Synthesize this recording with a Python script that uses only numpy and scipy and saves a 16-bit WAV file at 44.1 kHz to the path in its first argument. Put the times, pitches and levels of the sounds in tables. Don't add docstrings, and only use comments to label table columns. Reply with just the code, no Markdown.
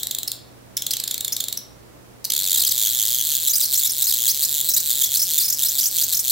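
import sys
import numpy as np
from scipy import signal
from scipy.fft import rfft, irfft
from scipy.io import wavfile

SR = 44100
rng = np.random.default_rng(int(sys.argv[2]) if len(sys.argv) > 2 else 0)


def linear_from_db(decibels):
    return 10 ** (np.asarray(decibels, float) / 20)


def to_wav(s):
    ch = np.atleast_2d(s).T
    pcm = np.round(np.clip(ch, -1, 1) * 32767)
    wavfile.write(sys.argv[1], SR, pcm.astype(np.int16))


N = 278271
LEAD = 4096


def sparks(flutter, jitter, uneven_db):
    rate_hz, level = arc_controls(fade_ms=1.15, small_when_fast=1.4)
    rough = flutter * (rate_hz / 4000) ** 2
    rate_hz = rate_hz * np.exp(np.minimum(rough, .07) * drift(800, count=N + LEAD))
    turns = np.cumsum(rate_hz / SR)
    chance = rng.standard_normal((N // 3, 2))[:int(turns[-1])].clip(-2, 2)
    spark_turn = np.arange(len(chance)) + jitter * chance[:, 0]
    at = np.interp(spark_turn, turns, np.arange(N + LEAD))
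    whole = at.astype(int)
    size = level[whole] * np.sqrt(SR / rate_hz[whole]) * linear_from_db(uneven_db * chance[:, 1])
    lit = size > 0
    at, whole, size = at[lit], whole[lit], size[lit]
    taps = whole[:, None] + np.arange(-8, 9)
    click = np.sinc(taps - at[:, None]) * np.hanning(19)[1:-1]
    out = np.zeros(N + LEAD + 9)
    np.add.at(out, taps, size[:, None] * click)
    out = out[:N + LEAD]
    shelf = linear_from_db(-7.0) * passed(out, [1400, 2700], "band", order=2)
    out = passed(out, 3200, "high", order=6) + shelf
    out = bell(out, 3870, 800, -3.5)
    return signal.lfilter([.45, -.5, 1], [1, -.5, .45], out)


def arc_controls(fade_ms, small_when_fast):
    rate_hz, level = np.full(N + LEAD, 4607.0), np.zeros(N + LEAD)
    rows = long_bursts() + snaps()
    spread = rng.standard_normal(len(rows))
    for (s, ms, db, *hz), tune in zip(rows, spread):
        start = LEAD + round(s * SR)
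        count = min(round(ms * SR / 1000), N + LEAD - start)
        t_ms = np.arange(count) * 1000 / SR
        off_tune = 1 + (ms < 5) * .065 * tune
        glide = np.interp(t_ms / ms, [0, .5, 1], hz) * off_tune
        fade_in = np.minimum(1, (t_ms + .3) / fade_ms)
        fade_out = np.minimum(1, (ms - t_ms + .3) / .9)
        weaker = (np.mean(glide) / glide) ** small_when_fast
        rate_hz[start:start + count] = glide
        level[start:start + count] = linear_from_db(db) * fade_in * fade_out * weaker
    return rate_hz, level


def long_bursts():
    # t/s, length/ms, level/dB, start f/Hz, end f/Hz
    gliding = [(0.2759, 7.1, -12.5, 5594, 4200), (0.7681, 4.46, -9.5, 5380, 5000),
               (0.9074, 10.6, -11.5, 3880, 5800), (0.9337, 5.6, -10, 4000, 2920),
               (1.3221, 13.6, -14, 4800, 6550), (1.5726, 5.4, -14, 6200, 5150), (2.2434, 0.62, -6, 5545, 4000),
               (2.247, 7.1, -13.5, 6392, 3900), (2.2998, 5.9, -12, 6005, 2750),
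               (2.5413, 9.5, -11.5, 3950, 3500), (2.5728, 13.8, -12, 4098, 3600),
               (2.5936, 14.5, -13.5, 5240, 3660), (2.6163, 10, -12.5, 4760, 3500),
               (2.6636, 18.3, -14, 5175, 3550), (2.6876, 9.6, -17, 8140, 5600), (2.709, 15.3, -14, 5570, 3460),
               (3.4941, 26.8, -18, 6004, 6800), (3.5321, 19, -15.5, 4700, 5170),
                (3.581, 4, -12.5, 7160, 7700), (3.62, 27, -16.5, 5426, 4200),
                (3.7744, 15.2, -15.5, 7020, 8600), (3.918, 7.1, -16, 8940, 10100),
                (4.1054, 9.8, -15.5, 5410, 3700), (4.7364, 17, -15, 5212, 7500),
                (5.4994, 10.7, -16, 5627, 7200), (5.5242, 16.7, -18.5, 4798, 8000),
                (6.0338, 13.6, -16, 5965, 7100)]
    # t/s, length/ms, level/dB, middle f/Hz, end f/Hz
    blown = [(3.4718, 15, -12.5, 3988, 3600), (3.6027, 13, -14, 4000, 3300),
             (3.7328, 13.2, -13, 4520, 3270), (3.7919, 12.8, -16.5, 4320, 4700),
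             (3.8322, 7.2, -13.5, 3258, 3900), (3.8451, 20, -15.5, 3585, 4300),
             (4.0197, 13.1, -13, 3716, 4400), (4.068, 32.7, -16.5, 5350, 3580),
             (4.1368, 10.8, -14, 4027, 4300), (4.2628, 9.6, -15, 3315, 3160), (4.2777, 42, -16, 5000, 6600),
             (4.4255, 16.8, -14, 4840, 3730), (4.687, 23, -16, 4138, 8050), (4.7637, 21, -13.5, 3880, 4800),
             (5.0121, 12.6, -13.5, 3538, 3020), (5.0316, 21.4, -14.5, 3270, 4740),
             (5.147, 14.2, -14, 4800, 3660), (5.3779, 13.7, -12, 3570, 3590),
             (5.63, 10.5, -13.5, 3558, 3700), (5.6475, 28, -17.5, 4164, 5900),
             (5.7844, 17.2, -14.5, 5190, 3500), (6.0118, 15.5, -14.5, 4915, 3700),
             (6.1237, 14, -14, 4146, 3600), (6.296, 17, -13.5, 4600, 3100)]
    # t/s, length/ms, level/dB, middle f/Hz, end f/Hz
    climbing = [(3.5544, 25, -18, 7540, 12100), (3.653, 16.4, -21.5, 6976, 11700),
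                (3.751, 18.7, -18.5, 5954, 8400), (3.8699, 9.1, -17, 5803, 7400),
                (3.8944, 18.2, -19.5, 5533, 7200), (4.0399, 21, -19, 7320, 5600),
                (4.4476, 15.2, -18, 6730, 8400), (4.7137, 14.2, -21.5, 6520, 10500),
                (4.801, 14, -20, 7886, 9100), (5.0589, 20.2, -23.5, 6310, 8600),
                (5.1685, 18, -17.5, 7030, 8500), (5.1933, 21.7, -18.5, 5370, 9140),
                (5.4427, 29, -20, 5183, 9570), (5.481, 15.4, -19, 5236, 9900),
                (5.545, 8.9, -23, 7046, 10400), (5.684, 19.7, -19, 6384, 7600),
                (5.808, 19.8, -18, 6200, 7800), (5.8369, 17.4, -18.5, 6124, 7870),
                (5.8557, 33.6, -18, 7018, 9700), (6.1442, 23.7, -20.5, 7150, 10700),
                (6.1691, 15.7, -18, 6510, 8800), (6.1912, 25, -19.5, 7930, 12000),
                (5.2165, 30.1, -17.5, 5755, 9000), (5.397, 42.7, -18, 3880, 6100)]
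    rows = [(s, ms, db, a, (a + b) / 2, b) for s, ms, db, a, b in gliding]
    rows += [(s, ms, db, 3850, middle, end) for s, ms, db, middle, end in blown]
    return rows + [(s, ms, db, 5000, middle, end) for s, ms, db, middle, end in climbing]


def snaps():
    # t/s, length/ms
    slow = [(-0.008, 4.3), (0.0308, 4.2), (0.0692, 3.3), (0.1097, 4.6), (0.1477, 3.54), (0.1845, 3.9),
            (0.231, 2.7), (0.3163, 3.35), (0.7747, 3.46), (0.8203, 3.6), (0.8643, 5.5), (0.967, 3.5),
            (0.999, 4.1), (1.037, 4.24), (1.076, 4.5), (1.1092, 5.6), (1.1415, 4), (1.1784, 2.6),
            (1.2065, 4.1), (1.246, 5.2), (1.279, 3.54), (1.3645, 3.86), (1.4022, 6.4), (1.439, 3.23),
            (1.4828, 3.8), (1.5254, 3.9)]
    # t/s, length/ms
    nearing = [(2.319, 4.8), (2.3346, 5.6), (2.3497, 2.35), (2.362, 5.5), (2.3769, 3.5), (2.3896, 3.9),
               (2.4, 3), (2.411, 2.74), (2.4208, 2.7), (2.4322, 2.6), (2.4402, 3.4), (2.4516, 2.5),
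               (2.4619, 3.8), (2.4731, 4.2), (2.484, 3.4), (2.495, 3.2), (2.5054, 3.9), (2.5148, 5),
               (2.528, 5)]
    start_hz, end_hz = 4607, 3189
    kinds = [(*row, 2, 2.6) for row in slow + nearing]
    kinds += [(*row, 0, 1.4) for row in fast_snaps()]
    rows = []
    for s, ms, extra_db, stretch_ms in kinds:
        hz = end_hz + (start_hz - end_hz) * np.exp(-np.array([0, .5, 1]) * ms / stretch_ms)
        db = -16.5 + extra_db + 1.5 * np.log2(ms)
        rows.append((s, ms, db, *hz))
    return rows


def fast_snaps():
    # t/s, length/ms
    stray = [(2.557, 6.5), (2.6351, 4.4), (2.6474, 6.33), (3.586, 0.95), (3.592, 0.95), (3.5966, 1.94),
             (4.1229, 4.8), (4.475, 0.94), (5.83, 3), (6.052, 1.38), (6.0661, 1.37)]
    # start t/s, end t/s, number of snaps, first/ms, last/ms
    runs = [(2.7333, 2.762, 4, 1.32, 2.4), (2.7616, 2.8882, 14, 3, 4.5), (2.8895, 3.0895, 23, 3.04, 3.2),
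            (3.087, 3.22, 16, 3.08, 3.08), (3.2235, 3.373, 22, 1.74, 3.25), (3.3764, 3.471, 15, 1.46, 2.3),
            (3.673, 3.7336, 9, 0.83, 3.5), (3.8056, 3.833, 4, 1.1, 2.8), (3.9285, 4.0172, 13, 1.22, 2.95),
            (4.154, 4.2636, 13, 2.05, 3.3), (4.328, 4.4277, 15, 1.3, 2.7), (4.4808, 4.556, 11, 1.41, 2.96),
            (4.5537, 4.619, 9, 1.94, 2.82), (4.627, 4.6871, 10, 1.62, 1.97), (4.8232, 4.8948, 11, 1.4, 2),
            (4.8944, 4.9428, 6, 4.03, 2.58), (4.9415, 5.0128, 10, 2, 3.2), (5.085, 5.148, 9, 1.17, 3.04),
            (5.252, 5.3757, 20, 1.4, 2.3), (5.566, 5.631, 9, 1.2, 3.5), (5.7041, 5.788, 12, 1.77, 2.47),
            (5.907, 6.0113, 18, 1.4, 2.86), (6.081, 6.1218, 7, 1.46, 1.92), (6.2305, 6.2962, 9, 1.2, 3.5)]
    rows = list(stray)
    chance = rng.standard_normal(size=(len(runs), 2, 30))
    for (s, end, many, first_ms, last_ms), (longer, later) in zip(runs, chance):
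        count = round(many)
        ms = np.geomspace(first_ms, last_ms, count) * np.exp(.22 * longer[:count])
        pause = np.exp(.08 * later[:count])
        time_left = end - s - ms.sum() / 1000
        step = ms / 1000 + pause / pause.sum() * time_left
        rows += zip(s + np.cumsum(step) - step, ms)
    return rows


def magnet():
    # t/s, nearness (0 = away, 1 = near), air noise level/dB
    path = [
        (2.2, 0, 1),
        (2.7, 1, 0.5),
        (3.698, 1.3, -2),
        (4.6, 1.3, -0.5),
    ]
    s, near, swell_db = np.transpose(path)
    t = np.arange(-LEAD, N) / SR
    return np.interp(t, s, near), np.interp(t, s, swell_db)


def at_ports(gap):
    # f/Hz, width/Hz, level/dB
    left = [(6200, 5000, 2.5), (9440, 3560, -14), (12380, 1200, 5.5)]
    # f/Hz, width/Hz, level/dB
    right = [(6440, 1870, 3), (10080, 430, -6.5), (15200, 2600, -10)]
    ports = [gap, gap]
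    for k, colour in enumerate((left, right)):
        for hz, width_hz, db in colour:
            ports[k] = bell(ports[k], hz, width_hz, db)
    swing = 0.31 * drift(126.0, count=N + LEAD) * passed(gap, [6500, 11500], "band", order=1)
    return np.array(ports) + swing * [[1], [-1]]


def room(x, delay_ms):
    # f/Hz, time to fall 60 dB/s, left-right likeness (1 = same)
    ring = [(1890, 0.6, 1), (5000, 0.36, 0.7), (12700, 0.2, 0.022)]
    t = np.arange(SR // 2) / SR
    white, tail = rng.standard_normal((2, 2, len(t))), 0
    for k, hz in enumerate(1000 * 2. ** np.arange(5)):
        octave = [hz / 2 ** .5, min(hz * 2 ** .5, 20000)]
        mid, side = passed(white[k % 2], octave, "band", order=2)
        alike = np.clip(at_hz(np.array(ring)[:, ::2], hz), 0, 1)
        pair = np.sqrt(1 + alike) * mid + np.sqrt(1 - alike) * side * [[1], [-1]]
        pair = pair * linear_from_db(0.53 * k)
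        tail = tail + pair * linear_from_db(-60 * t / at_hz(ring, hz))
    tail = tail * np.clip(t * 1000 / delay_ms - .5, 0, 1)
    tail = tail / np.sqrt(np.sum(tail ** 2) / 2)
    return signal.fftconvolve(x[None], tail, axes=1)[:, :len(x)]


def hum():
    # f/Hz, level/dB
    tones = [(59.6, -62.5), (120, -54.5)]
    t = np.arange(N) / SR
    total = 0
    for hz, db in tones:
        total = total + linear_from_db(db + 2 + 0.26 * drift(11, count=N)) * np.sin(2 * np.pi * hz * t)
    return total * linear_from_db([[-1.1], [.9]])


def air(swell_db):
    # f/Hz, level per Hz/dB
    colour = [(25, -21.5), (45, -5), (300, -5), (600, -8.5), (1000, -14.5), (3000, -23.5), (16000, -28)]
    hz = np.fft.rfftfreq(N, 1 / SR)
    noise = irfft(rfft(rng.standard_normal((2, N))) * linear_from_db(at_hz(colour, hz)), N)
    noise = noise - 0.054 * noise[::-1]
    return linear_from_db(-47.5 + swell_db) * noise / noise.std() * linear_from_db([[-1.1], [1.1]])


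def at_hz(points, hz):
    f, value = np.array(points)[:, 0], np.array(points)[:, 1]
    return np.interp(np.log(hz + 1), np.log(f), value)


def drift(hz, count):
    r = np.exp(-2 * np.pi * hz / SR)
    slow = signal.lfilter([1], [1, -2 * r, r * r], rng.standard_normal(count + 20000))[20000:]
    return slow / slow.std()


def bell(x, hz, width_hz, db):
    a, w, k = linear_from_db(db / 2), 2 * np.pi * hz / SR, np.tan(np.pi * width_hz / SR)
    top = [1 + k * a, -2 * np.cos(w), 1 - k * a]
    bottom = [1 + k / a, -2 * np.cos(w), 1 - k / a]
    return signal.lfilter(top, bottom, x)


def passed(x, hz, kind, order):
    return signal.sosfilt(signal.butter(order, hz, kind, fs=SR, output="sos"), x)


def scene():
    near, swell_db = magnet()
    gap = sparks(flutter=.036, jitter=.048, uneven_db=1.8)
    treble = signal.sosfiltfilt(signal.butter(1, 9000, "high", fs=SR, output="sos"), gap)
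    gap = gap + 1.15 * near * treble
    echoes = bell(room(gap, delay_ms=1.55), 9960, 2400, -8.5)
    heard = linear_from_db(-3.0) * at_ports(gap) + linear_from_db(-8.5) * echoes
    return heard[:, LEAD:] + air(swell_db[LEAD:]) + hum()


def top_cut(x):
    return signal.sosfilt(signal.butter(12, 17110, fs=SR, output="sos"), x)


def record(dry):
    hz = np.fft.rfftfreq(N, 1 / SR)
    kept_db = np.interp(hz, [15800, 15900, 16500, 16900], [0, -32, -35, -70])
    mix = irfft(rfft(dry) * linear_from_db(kept_db), N)
    return top_cut(mix)


dry = scene()
out = record(dry)
to_wav(out)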